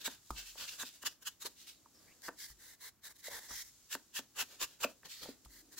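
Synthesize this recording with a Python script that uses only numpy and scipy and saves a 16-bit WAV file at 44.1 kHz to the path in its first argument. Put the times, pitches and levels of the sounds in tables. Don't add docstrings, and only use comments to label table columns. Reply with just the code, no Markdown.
import sys
import numpy as np
from scipy import signal
from scipy.fft import rfft, irfft, next_fast_len
from scipy.io import wavfile
from scipy.ndimage import map_coordinates

SR = 44100
rng = np.random.default_rng(int(sys.argv[2]) if len(sys.argv) > 2 else 0)


def waveform_to_disk(signal):
    frames = np.transpose(np.atleast_2d(signal))
    scaled = np.clip(frames, -1, 1) * 32767
    samples = np.round(scaled).astype(np.int16)
    wavfile.write(sys.argv[1], SR, samples)


N = 255339

# start_s, held_s, level_db, body_db, flap_db
DAB_STROKES = [(.055, 0.021, -32, -9.5, -31.5), (.797, 0.034, -38, -1.5, -37),
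               (1.025, 0.0095, -47.5, -4, -42), (1.061, 0.014, -29.5, -6, -50), (1.223, .012, -55, 1, -70),
               (1.266, 0.019, -36, -10, -62), (1.414, .022, -46, -5.5, -64), (1.454, .017, -37.5, -2, -50),
               (3.917, 0.033, -37, -8, -33), (4.155, 0.035, -36, -11.5, -37.5),
               (4.364, .026, -47, 3.5, -66), (4.39, 0.034, -32, -1, -46), (4.612, .032, -32.5, 0, -53),
               (4.808, .014, -45, 1, -64), (4.829, .018, -32, 1, -34.5), (5.778, 0.017, -42.5, -10, -60)]


def amp(db):
    return 10 ** (np.asarray(db) / 20)


def unit(x):
    return x / np.sqrt(np.mean(x ** 2) + 1e-20)


def along(points, hz):
    knots_hz, values = np.transpose(points)
    return np.interp(np.log(hz + 1), np.log(knots_hz + 1), values)


def filtered(x, response):
    n = x.shape[-1]
    padded = next_fast_len(n + 4096)
    return irfft(rfft(x, padded) * response(np.fft.rfftfreq(padded, 1 / SR)), padded)[..., :n]


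def wobble(n, rate_hz):
    knots = rng.standard_normal(int(n * rate_hz / SR) + 4)
    return map_coordinates(knots, [np.arange(n) * rate_hz / SR])


def add(track, start_s, sound):
    i = round(start_s * SR)
    part = sound[..., max(-i, 0):max(N - i, 0)]
    track[..., max(i, 0):max(i, 0) + part.shape[-1]] += part


def stereo(pair, colour_db):
    # frequency_hz, correlation
    coherence = [(100, 0.6), (900, 0.68), (1800, 0.83), (3500, 0.4), (6000, -0.035), (10000, 0.071),
                 (15000, -0.2)]

    def response(hz):
        angle = np.arccos(np.clip(along(coherence, hz), -1, 1)) / 2
        return amp(colour_db(hz)) * np.array([np.cos(angle), np.sin(angle)])

    mid, side = filtered(pair, response)
    return np.array([mid + side, mid - side])


def ring(modes, t, attack_s, scatter_db):
    hz, db, t60 = np.transpose(modes)[:, :, None]
    signs = (-1) ** np.arange(len(hz))[:, None]
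    strengths = signs * amp(db + scatter_db * rng.standard_normal(hz.shape))
    partials = strengths * amp(-60 * t / t60) * np.sin(2 * np.pi * hz * t)
    return partials.sum(axis=0) * (1 - np.exp(-t / attack_s))


def fibres(n, catches_per_s, catch_share, judder_db):
    caught = rng.random(n) < catches_per_s / SR
    catches = caught * rng.standard_normal((2, n)) * np.sqrt(SR / catches_per_s)
    slips = np.sqrt(1 - catch_share) * rng.standard_normal((2, n)) + np.sqrt(catch_share) * catches
    return unit(slips * amp(judder_db * wobble(n, 220)))


def pressure_db(t, held_s, rise_s, fall_s, arch_db):
    flanks = np.maximum(-t / rise_s, 0) ** 1.23 + np.maximum((t - held_s) / fall_s, 0)
    return -15 * flanks + arch_db * (np.sin(np.pi * np.clip(t / held_s, 0, 1)) - .5)


def sheet_db(hz, time_s, low_db, high_db, between_db, log_width, ripple_db):
    # start_s, low_hz, high_hz
    grips = [(0, 1660, 3650), (.3, 1530, 2770), (.78, 1540, 3600), (1.0, 1610, 2980), (1.36, 1500, 3900),
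             (1.9, 1750, 4860), (2.55, 1890, 3900), (3.29, 1710, 3600), (3.45, 2130, 5660),
             (3.8, 1700, 2710), (5.0, 1870, 4260)]
    low_hz, high_hz = [pair for start_s, *pair in grips if start_s <= time_s][-1]
    bump = lambda centre_hz: np.exp(-(np.log((hz + 1) / centre_hz) / log_width) ** 2)
    broad = low_db * bump(low_hz) + high_db * bump(high_hz) + between_db * bump(np.sqrt(low_hz * high_hz))
    ripple = map_coordinates(rng.standard_normal(1024), [hz / 129.7], mode="mirror")
    return broad + ripple_db * ripple


def strokes(rows, colour, edges_s, arch_db, **resonances):
    out = np.zeros((2, N))
    for start_s, held_s, level_db, body_db, *_ in rows:
        rise_s, fall_s = np.array(edges_s) * (held_s / .04) ** .3
        t = np.arange(-round(3 * rise_s * SR), round((held_s + 4 * fall_s) * SR)) / SR
        envelope = amp(level_db + pressure_db(t, held_s, rise_s, fall_s, arch_db))
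        slips = fibres(len(t), catches_per_s=2500, catch_share=.14, judder_db=1)
        air_db = .22 * (-42.5 - level_db)
        shelves = [(600, body_db), (2500, 0), (4000, .0033), (9000, air_db)]
        tone_db = lambda hz: along(colour, hz) + along(shelves, hz) + sheet_db(hz, start_s, **resonances)
        add(out, start_s + t[0], stereo(envelope * slips, tone_db))
    return out


def room_tone(level_db):
    # frequency_hz, gain_db
    colour = [(25, -31), (48, -5.5), (100, -5.5), (170, -11.5), (300, -11), (550, -21.5), (1200, -19.5),
              (2500, -26), (6000, -35.5), (15500, -22)]
    return amp(level_db) * unit(stereo(rng.standard_normal((2, N)), lambda hz: along(colour, hz)))


def handling(gain_db):
    # time_s, level_db
    contour = [(0.0, -67), (0.13, -73), (0.35, -57.5), (0.53, -59.5), (0.72, -54), (1.27, -80), (1.48, -68),
               (1.9, -70), (2.47, -66), (3.03, -79.5), (3.45, -58.5), (3.64, -63.5), (4.26, -71),
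               (4.56, -65), (4.72, -69.5), (4.85, -70.5), (5.71, -68.5), (5.79, -61)]
    colour = [(100, -24), (700, -10), (2200, -6.5), (4000, 2.5), (7300, 7.5), (8800, -1), (15500, -1.5)]
    slips = fibres(N, catches_per_s=900, catch_share=.12, judder_db=.7)
    brush = unit(stereo(slips, lambda hz: along(colour, hz)))
    return amp(np.interp(np.arange(N) / SR, *np.transpose(contour)) + gain_db) * brush


def arms(gain_db):
    # time_s, level_db
    contour = [(0.0, -78), (0.13, -91.5), (1.61, -78), (2.1, -74), (3.08, -87.5), (3.45, -75), (3.69, -86),
               (4.72, -79), (4.87, -83.5), (5.79, -70)]
    colour = [(100, -28), (220, -2.5), (320, .5), (450, -9), (700, -13), (2000, -52)]
    rustle = unit(stereo(rng.standard_normal((2, N)), lambda hz: along(colour, hz)))
    return amp(np.interp(np.arange(N) / SR, *np.transpose(contour)) + gain_db) * rustle


def slides():
    # start_s, held_s, level_db, body_db
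    contacts = [(.01, 0.015, -42.5, 0), (.095, .05, -48, 4), (.37, 0.046, -39, -2),
                (.46, 0.044, -44.5, -14), (.583, 0.07, -38.5, -0.5), (.68, 0.02, -38, -10),
                (.718, .036, -44.5, 2), (.85, 0.039, -45.5, -10), (.93, 0.042, -54, -4),
                (1.575, .075, -52.5, -19), (1.674, 0.035, -45.5, -13.5), (1.95, .2, -64.5, 15),
                (3.84, .06, -71.5, -4), (4.49, .068, -52.5, 6), (4.69, 0.065, -58, 7.5),
                (4.885, 0.034, -57, 7), (5.054, 0.0091, -44, 10.5), (5.097, .053, -42.5, -14),
                (5.16, 0.077, -49, -8), (5.222, 0.031, -40.5, 7.5), (5.268, .05, -51.5, 10.5)]
    # frequency_hz, gain_db
    colour = [(60, -14.5), (200, -14), (500, -12.5), (800, -14.5), (1500, -8.5), (2200, -8), (2800, -3.5),
              (4000, -3), (5500, -3.5), (7500, -6), (8600, -12.5), (15500, -10)]
    recoils = [(start_s + held_s + .016, .04, level_db - 25, 4)
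               for start_s, held_s, level_db, *_ in DAB_STROKES]
    return strokes(contacts + recoils, colour, edges_s=(.016, .05), arch_db=4.5,
                   low_db=4.5, high_db=3.5, between_db=-2, log_width=.1, ripple_db=2.5)


def dabs():
    # frequency_hz, gain_db
    colour = [(60, -11.5), (200, -17.5), (500, -4), (720, -9.5), (950, -1.5), (1700, -1.1), (2300, -6),
              (2900, -2.5), (4000, -1), (5200, -2), (7400, 2), (8600, -7.5), (11000, -5), (15500, -4)]
    return strokes(DAB_STROKES, colour, edges_s=(.0165, .017), arch_db=4.5,
                   low_db=4, high_db=6, between_db=-1.5, log_width=.1, ripple_db=2.5)


def taps():
    # start_s, peak_db, centre_hz, spread_octaves
    impacts = [(.554, -50.5, 640, 0.56), (1.451, -44, 413, 0.28), (1.859, -52.5, 980, 0.26),
               (2.282, -32.5, 700, 1.33), (2.288, -32.5, 655, 1.1), (3.28, -40, 564, 0.3),
               (4.8417, -26, 1250, 0.18), (4.842, -23.5, 2560, 0.22), (4.844, -25, 564, 0.32),
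               (4.848, -42.5, 240, .5), (5.032, -49.5, 1180, 1.7), (5.256, -45, 630, .43),
               (5.286, -38, 380, .59)]
    # pitch_hz, level_db, t60_s
    sheet_modes = [(183, -8.5, 0.042), (248.5, 3, 0.059), (283.6, 0, 0.071), (392, 1.5, 0.028),
                   (484, -6.5, 0.075), (584, -1.5, 0.043), (689, 0.5, 0.035), (757, 6.5, 0.012),
                   (921, 0.5, 0.054), (1094, 11, 0.011), (1370, 9.5, 0.012), (1550, 8, 0.034),
                   (1810, 15.5, 0.012), (2360, -5.5, 0.026), (2590, 11.5, 0.0098), (3740, -9, 0.012)]
    flaps = [(start_s + held_s, flap_db, 590, 1.35) for start_s, held_s, *_, flap_db in DAB_STROKES]
    out, t = np.zeros(N), np.arange(SR // 5) / SR
    hz, db, t60 = np.transpose(sheet_modes)
    for start_s, peak_db, centre_hz, spread_octaves in impacts + flaps:
        reach_db = -10 * np.log10(1 + (np.log2(hz / centre_hz) / spread_octaves) ** 6)
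        tap = ring(np.transpose([hz, db + reach_db, t60]), t, attack_s=.0004, scatter_db=1)
        add(out, start_s, amp(peak_db) * tap / np.abs(tap).max())
    return out


def ink_pad():
    # start_s, click_db, thump_db
    presses = [(.305, -30.5, -38.5), (2.501, -61.5, -53), (3.507, -43.5, -52), (5.459, -54, -50)]
    # pitch_hz, level_db, t60_s
    case_modes = [(216, -22, 0.164), (310, -9.5, 0.034), (508, -7.5, 0.0084), (720, -33, 0.038),
                  (770, -28, 0.0044), (917, 3, 0.01), (1257, -0.5, 0.024)]
    # pitch_hz, level_db, t60_s
    table_modes = [(43.9, -16, 0.92), (55, 5, 0.092), (75, -21, 0.16), (127, -8.5, 0.11)]
    out, t = np.zeros(N), np.arange(SR) / SR
    for start_s, click_db, thump_db in presses:
        click = ring(case_modes, t, attack_s=.0006, scatter_db=1)
        thump = ring(table_modes, t, attack_s=.005, scatter_db=.5)
        add(out, start_s, amp(click_db) * click + amp(thump_db) * thump)
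    return out


def cracks():
    # start_s, level_db, decay_s
    bursts = [(0.306, -42.5, 0.0055), (0.89, -41, 0.00085), (1.671, -50, 0.0047), (2.22, -46, 0.00089),
              (3.9516, -29.5, 0.00071), (4.192, -32, 0.00075), (4.846, -27, 0.0011), (5.235, -44, 0.00084),
              (5.449, -56, 0.011)]
    out, t = np.zeros((2, N)), np.arange(SR // 50) / SR
    for start_s, level_db, decay_s in bursts:
        add(out, start_s, amp(level_db) * np.exp(-t / decay_s) * rng.standard_normal((2, len(t))))
    return stereo(out, lambda hz: along([(200, -12), (1200, -2), (5000, 4), (15000, 0)], hz))


def swishes(width_hz):
    # start_s, length_s, level_db, start_hz, end_hz
    glides = [(1.738, 0.059, -74, 4440, 3850), (1.936, 0.069, -69.5, 5100, 5470),
              (2.065, 0.077, -69, 1824, 2800)]
    out = np.zeros(N)
    for start_s, length_s, level_db, start_hz, end_hz in glides:
        n = round(length_s * SR)
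        phase = 2 * np.pi * np.cumsum(np.geomspace(start_hz, end_hz, n)) / SR
        band = wobble(n, width_hz) * np.cos(phase) + wobble(n, width_hz) * np.sin(phase)
        add(out, start_s, amp(level_db) * signal.windows.tukey(n, .5) * unit(band))
    return out


def rubs():
    # start_s, held_s, level_db, body_db
    contacts = [(2.243, 0.045, -43.5, 1), (2.394, 0.069, -43, -15), (2.475, .05, -52.5, -11),
                (2.607, 0.14, -53.5, 2), (2.82, 0.072, -45.5, -1), (3.046, .036, -44, -1),
                (3.094, 0.029, -54, 8), (3.16, 0.011, -57, -23), (3.19, 0.023, -56.5, -25),
                (3.246, .044, -41.5, -1.5), (3.313, .08, -41.5, 7.5), (3.405, .067, -52.5, 5),
                (3.495, .045, -44, 5), (3.542, 0.083, -40.5, -9), (3.64, 0.057, -56, -9),
                (5.51, .105, -56, -5), (5.725, 0.023, -53, 1)]
    # frequency_hz, gain_db
    colour = [(60, -17.5), (200, -21), (500, -11.5), (750, -12), (1000, -6), (1250, -13), (1650, 1),
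              (2050, 0.5), (2550, -16), (3200, -8), (4000, -4), (7200, -2.5), (8600, -7.5), (15500, -5.5)]
    return strokes(contacts, colour, edges_s=(.018, .0093), arch_db=3,
                   low_db=1, high_db=5.5, between_db=1.5, log_width=.12, ripple_db=1.68)


def room(x):
    # frequency_hz, t60_s
    decay_times = [(100, 0.31), (500, 0.21), (2000, 0.15), (6000, .22), (15000, 0.06)]
    hz, t, noise = signal.stft(rng.standard_normal((2, SR // 2)), SR, nperseg=256)
    decay = amp(-60 * t / along(decay_times, hz)[:, None])
    _, tail = signal.istft(noise * decay, SR, nperseg=256)
    delayed = np.pad(tail, ((0, 0), (SR // 250, 0)))
    response = stereo(delayed, np.zeros_like)
    return signal.fftconvolve(x[:1], response / np.linalg.norm(response[0]), axes=1)[:, :N]


def scene():
    friction = dabs() + rubs() + slides() + cracks() + swishes(width_hz=800)
    blows = (taps() + ink_pad()) * amp([[-.3], [.3]])
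    background = handling(gain_db=.5) + arms(gain_db=-.5) + room_tone(level_db=-72.5)
    echoes = amp(-20) * room(friction) + amp(-12.5) * room(blows)
    return friction + blows + echoes + background


def record(dry):
    return filtered(dry, lambda hz: hz < 15800)


dry = scene()
out = record(dry)
waveform_to_disk(out)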